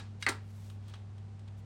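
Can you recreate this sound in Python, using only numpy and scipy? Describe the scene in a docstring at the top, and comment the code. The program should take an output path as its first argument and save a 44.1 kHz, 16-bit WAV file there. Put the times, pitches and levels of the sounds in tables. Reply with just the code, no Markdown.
"""A plastic dashboard is tugged against its mounting clips inside a car, over a steady low hum and soft air. At
first a knock is already dying away as a hand slides over the panel. Then come one light knock, a hard knock
that rebounds and a bright snap as a clip lets go. More slides and small ticks of the trim follow. Knocks are
bursts of filtered noise with a short cabin tail, plus ringing sine waves for panel and clip; the trim's ticks
are the noise and tail alone, slides are grainy noise, and the hum is a few sine waves."""
import sys
import numpy as np
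from scipy import signal
from scipy.fft import rfft, irfft
from scipy.io import wavfile
from scipy.ndimage import uniform_filter1d

SR = 44100
rng = np.random.default_rng(int(sys.argv[2]) if len(sys.argv) > 2 else 0)


def dump(signal):
    """Clip the signal to [-1, 1] and save it as 16-bit WAV at the path in sys.argv[1]."""
    limited = np.clip(np.atleast_2d(signal).T, -1, 1)
    pcm = np.round(limited * 32767).astype(np.int16)
    wavfile.write(sys.argv[1], SR, pcm)


N = 72765  # length in samples, 1.65 s


def undb(db):
    """Turn dB into an amplitude factor."""
    return 10 ** (np.asarray(db) / 20)


def bins():
    """Frequencies of the filter grid in Hz, with zero replaced by 1 so that logarithms work."""
    return np.maximum(np.fft.rfftfreq(2 * N, 1 / SR), 1)


def curve(points):
    """Gain through (Hz, dB) points, scaled to keep the power of white noise."""
    hz, db = np.array(points).T
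    gain = undb(np.interp(np.log(bins()), np.log(hz), db))
    return gain / np.sqrt(np.mean(gain ** 2))


def above(hz):
    """Smooth step from 0 to 1 around a frequency."""
    return 1 / (1 + (hz / bins()) ** 4)


def colour(x, gain):
    """Filter with the given gain that never sounds before its input (minimum phase)."""
    cepstrum = irfft(np.log(gain + 1e-9))
    # fold the backward half onto the forward half
    cepstrum[1:N] *= 2
    cepstrum[N + 1:] = 0
    response = np.exp(rfft(cepstrum))
    return irfft(rfft(x, 2 * N) * response)[:N]


def walk(rate):
    """Random levels held for 1 / rate seconds, smoothed twice and scaled to a spread of 1."""
    hold = max(int(SR / rate), 1)
    steps = np.repeat(rng.standard_normal(N // hold + 1), hold)
    smooth = uniform_filter1d(uniform_filter1d(steps, hold), hold)[:N]
    return smooth / smooth.std()


def burst(start, attack, t60):
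    """Envelope that rises quickly, while its decay falls by 60 dB every t60 seconds."""
    age = np.maximum(np.arange(N) / SR - start, 0)
    rise = 1 - np.exp(-(age / attack) ** 2)
    return rise * np.exp(-np.log(1000) * age / t60)


# The steady hum. Each row: frequency in Hz, average (rms) level in dB.
HUM_LINES = [(99.7, -45.5), (218.8, -61), (60.7, -64), (400.4, -82), (779, -77)]
# Tone of the background air. Each row: frequency in Hz, relative level in dB per Hz.
AIR_SPECTRUM = [(25, -32.5), (45, -11.5), (65, -0.5), (100, -0.5), (165, -1.5), (260, -11.5), (420, -14),
                (600, -18), (850, -19), (1600, -26), (4000, -32.5), (9000, -41), (11000, -55), (16000, -69)]
AIR_DB = -56.5
HUM_WAVER_DB, HUM_WAVER_PER_S = 0.25, 9.2


def background():
    """Slightly wavering sine waves make the hum, and filtered noise makes the soft air."""
    t = np.arange(N) / SR
    hum = 0
    for hz, db in HUM_LINES:
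        level = undb(db + HUM_WAVER_DB * walk(HUM_WAVER_PER_S))
        # sqrt(2) turns an rms level into a sine's peak; each line starts at a random phase
        hum = hum + np.sqrt(2) * level * np.sin(2 * np.pi * (hz * t + rng.random()))
    air = colour(rng.standard_normal(N), curve(AIR_SPECTRUM))
    return hum + undb(AIR_DB) * air


# Tone of skin rubbing on the panel. Each row: frequency in Hz, relative level in dB per Hz.
SLIDE_SPECTRUM = [(400, 1.5), (1300, 3), (3500, 4.5), (7000, -1.5), (11000, -9.5), (16000, -14.5)]
# The hand's slides. Each row: start, peak and end in seconds, level in dB, extra treble in dB.
# A start below zero is before the sound begins; a peak after the end means it cuts off while rising.
SLIDE_STROKES = [(-0.1, 0.0, 0.2, -66, -10), (0.193, 0.234, 0.26, -55, 1.5), (0.368, 0.665, 0.79, -69, 9.5),
                 (0.78, 0.894, 1.065, -64, -7.5), (1.467, 1.49, 1.487, -60, -14),
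                 (1.56, 1.59, 1.62, -74, 9)]
GRAIN_DB, GRAIN_PER_S, SLIDE_TREBLE_HZ = 1, 200, 6300


def hand():
    """Friction makes a grainy hiss that swells and stops with each slide."""
    t = np.arange(N) / SR
    out = 0
    for start, peak, end, db, treble_db in SLIDE_STROKES:
        grains = rng.standard_normal(N) * undb(GRAIN_DB * walk(GRAIN_PER_S))
        swell = np.interp(t, [start, peak, end], [0, 1, 0])
        tone = undb(treble_db * above(SLIDE_TREBLE_HZ))
        out = out + undb(db) * colour(grains * swell, curve(SLIDE_SPECTRUM) * tone)
    return out


BASS_HZ, TREBLE_HZ, TOP_OCTAVE_HZ = 970, 3970, 10800  # where the tone controls turn over
CRACK_ATTACK_S, CRACK_T60_S = 0.00055, 0.037
CABIN_DB, CABIN_BUILD_S, CABIN_SPLIT_HZ = -14.5, 0.002, 4100  # level is relative to the direct crack
CABIN_T60_S, CABIN_TOP_T60_S = 0.28, 0.17  # below and above the split


def crack(start, spectrum, bass_db, treble_db, top_db):
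    """Dense, quickly damped vibration of the plastic and its tail in the cabin, where treble dies sooner."""
    direct, low, high = rng.standard_normal((3, N))
    low_pass = signal.butter(2, CABIN_SPLIT_HZ, fs=SR)
    high_pass = signal.butter(2, CABIN_SPLIT_HZ, "high", fs=SR)
    low_tail = signal.lfilter(*low_pass, low) * burst(start, CABIN_BUILD_S, CABIN_T60_S)
    high_tail = signal.lfilter(*high_pass, high) * burst(start, CABIN_BUILD_S, CABIN_TOP_T60_S)
    hit = direct * burst(start, CRACK_ATTACK_S, CRACK_T60_S)
    tone_db = bass_db * (1 - above(BASS_HZ)) + treble_db * above(TREBLE_HZ) + top_db * above(TOP_OCTAVE_HZ)
    return colour(hit + undb(CABIN_DB) * (low_tail + high_tail), curve(spectrum) * undb(tone_db))


# Crack of the small trim parts. Each row: frequency in Hz, relative level in dB per Hz.
TICK_SPECTRUM = [(200, -20.5), (600, -3), (1200, 0), (2100, -5), (3500, 2), (4500, -7.5), (6000, -11),
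                 (9000, -10), (11000, -29.5), (16000, -29.5)]
# Faint ticks of the settling trim. Each row: start in seconds, level in dB, extra treble in dB,
# extra top octave in dB.
TRIM_TICKS = [(0.001, -46, -6.5, -3), (0.699, -50, -1.5, 13), (0.8812, -58, 6, 11), (0.896, -54, 0, 10),
              (0.912, -70, -2, 0), (0.9373, -46.5, 2, -23), (0.9415, -51, -5, 6), (0.953, -49, -11, 4),
              (1.18, -58, -1, 5), (1.3933, -63.5, 7, 0), (1.4774, -60, 1, -10), (1.487, -65, -7, -11)]


def trim():
    """Light ticks that only crack, too weak to ring the panel."""
    out = 0
    for start, db, treble_db, top_db in TRIM_TICKS:
        out = out + undb(db) * crack(start, TICK_SPECTRUM, 0, treble_db, top_db)
    return out


def ring(start, modes, attack):
    """A part rings at its own pitches after one knock, each fading at its own speed."""
    age = np.arange(N) / SR - start
    out = 0
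    for hz, db, t60 in modes:
        out = out + undb(db) * np.sin(2 * np.pi * hz * age) * burst(start, attack, t60)
    return out


# Dense crack of the plastic. Each row: frequency in Hz, relative level in dB per Hz.
CRACK_SPECTRUM = [(120, -53), (250, -3), (450, -11), (650, -11.5), (1000, -0.5), (2000, 0), (3000, -8.5),
                  (4300, -8), (5800, -15.5), (8800, -16), (10500, -29.5), (13000, -38), (15800, -37)]
# Ringing of the panel. Each row: frequency in Hz, relative level in dB, time to fade by 60 dB in seconds.
PANEL_MODES = [(286, -35, 0.25), (385.3, -28, 0.25), (432.4, -31, 0.3), (546, -34.5, 0.23),
               (787, -26.5, 0.25), (942, -26.5, 0.18), (1222, -22, 0.15), (1231, -28, 0.083),
               (1355, -25.5, 0.19), (1580, -17, 0.095), (1720, -4, 0.024), (1928, -17, 0.11),
               (2028, 6.5, .014), (2172, -21, 0.085), (2565, -16, 0.063), (4365, -8.5, 0.017)]
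# Ringing of a mounting clip. Each row: frequency in Hz, relative level in dB, time to fade by 60 dB in seconds.
MOUNT_MODES = [(1663, -14.5, 0.15), (2120, -2.5, 0.039), (2320, -13, 0.031), (2855, -10, 0.063),
               (3216, -10.5, 0.055), (3830, -13, 0.12), (4740, -9, 0.044), (5280, -17.5, 0.077),
               (6050, -15.5, 0.045), (8070, -13, 0.029), (9350, -7, 0.015)]
# Clips knocking on the panel. Each row: start in seconds (below zero: before the sound begins),
# level in dB, extra bass, treble and top octave of the crack in dB, panel ring in dB, clip ring in dB.
# Both rings are relative to the level of their knock.
CLIP_KNOCKS = [(-0.03, -37.5, 15.5, 17.5, -14, -0.5, 11.5), (0.2245, -32.5, -24, 3.5, -5, -28, 3),
               (0.2644, -28, -0.5, -2, 5, 14.5, -2), (0.2740, -30.5, 6.5, -11, -5, 8, -14),
               (0.2785, -35.5, 3, -41, -14, 7.5, -18), (0.2843, -34.5, 6, -7, 7, 14, -5),
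               (0.2875, -34, 8, 12, 12.5, -18, -9), (0.2896, -34, 5, 11, 2, -12, -5.5),
               (0.2919, -32, 12, 5.5, 5, 0, -6.5), (0.308, -44, 14, -8, 0, 6, -16),
               (0.325, -48, 4.5, 1, -2, 4, -12)]
PANEL_ATTACK_S, CLIP_ATTACK_S = 0.0014, 0.00079


def clips():
    out = 0
    for start, db, bass_db, treble_db, top_db, panel_db, clip_db in CLIP_KNOCKS:
        knock = crack(start, CRACK_SPECTRUM, bass_db, treble_db, top_db)
        panel = undb(panel_db) * ring(start, PANEL_MODES, PANEL_ATTACK_S)
        clip = undb(clip_db) * ring(start, MOUNT_MODES, CLIP_ATTACK_S)
        out = out + undb(db) * (knock + panel + clip)
    return out


def scene():
    """Add all the sources into one channel."""
    return (background() + hand() + trim() + clips())[None]


CUT_HZ = 16200


def record(dry):
    """The recorder cuts the top with a steep low-pass filter."""
    # order 10, 0.2 dB ripple below the cut, 80 dB down above it
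    low_pass = signal.ellip(10, 0.2, 80, CUT_HZ, fs=SR, output="sos")
    return signal.sosfilt(low_pass, dry)


dry = scene()
out = record(dry)
dump(out)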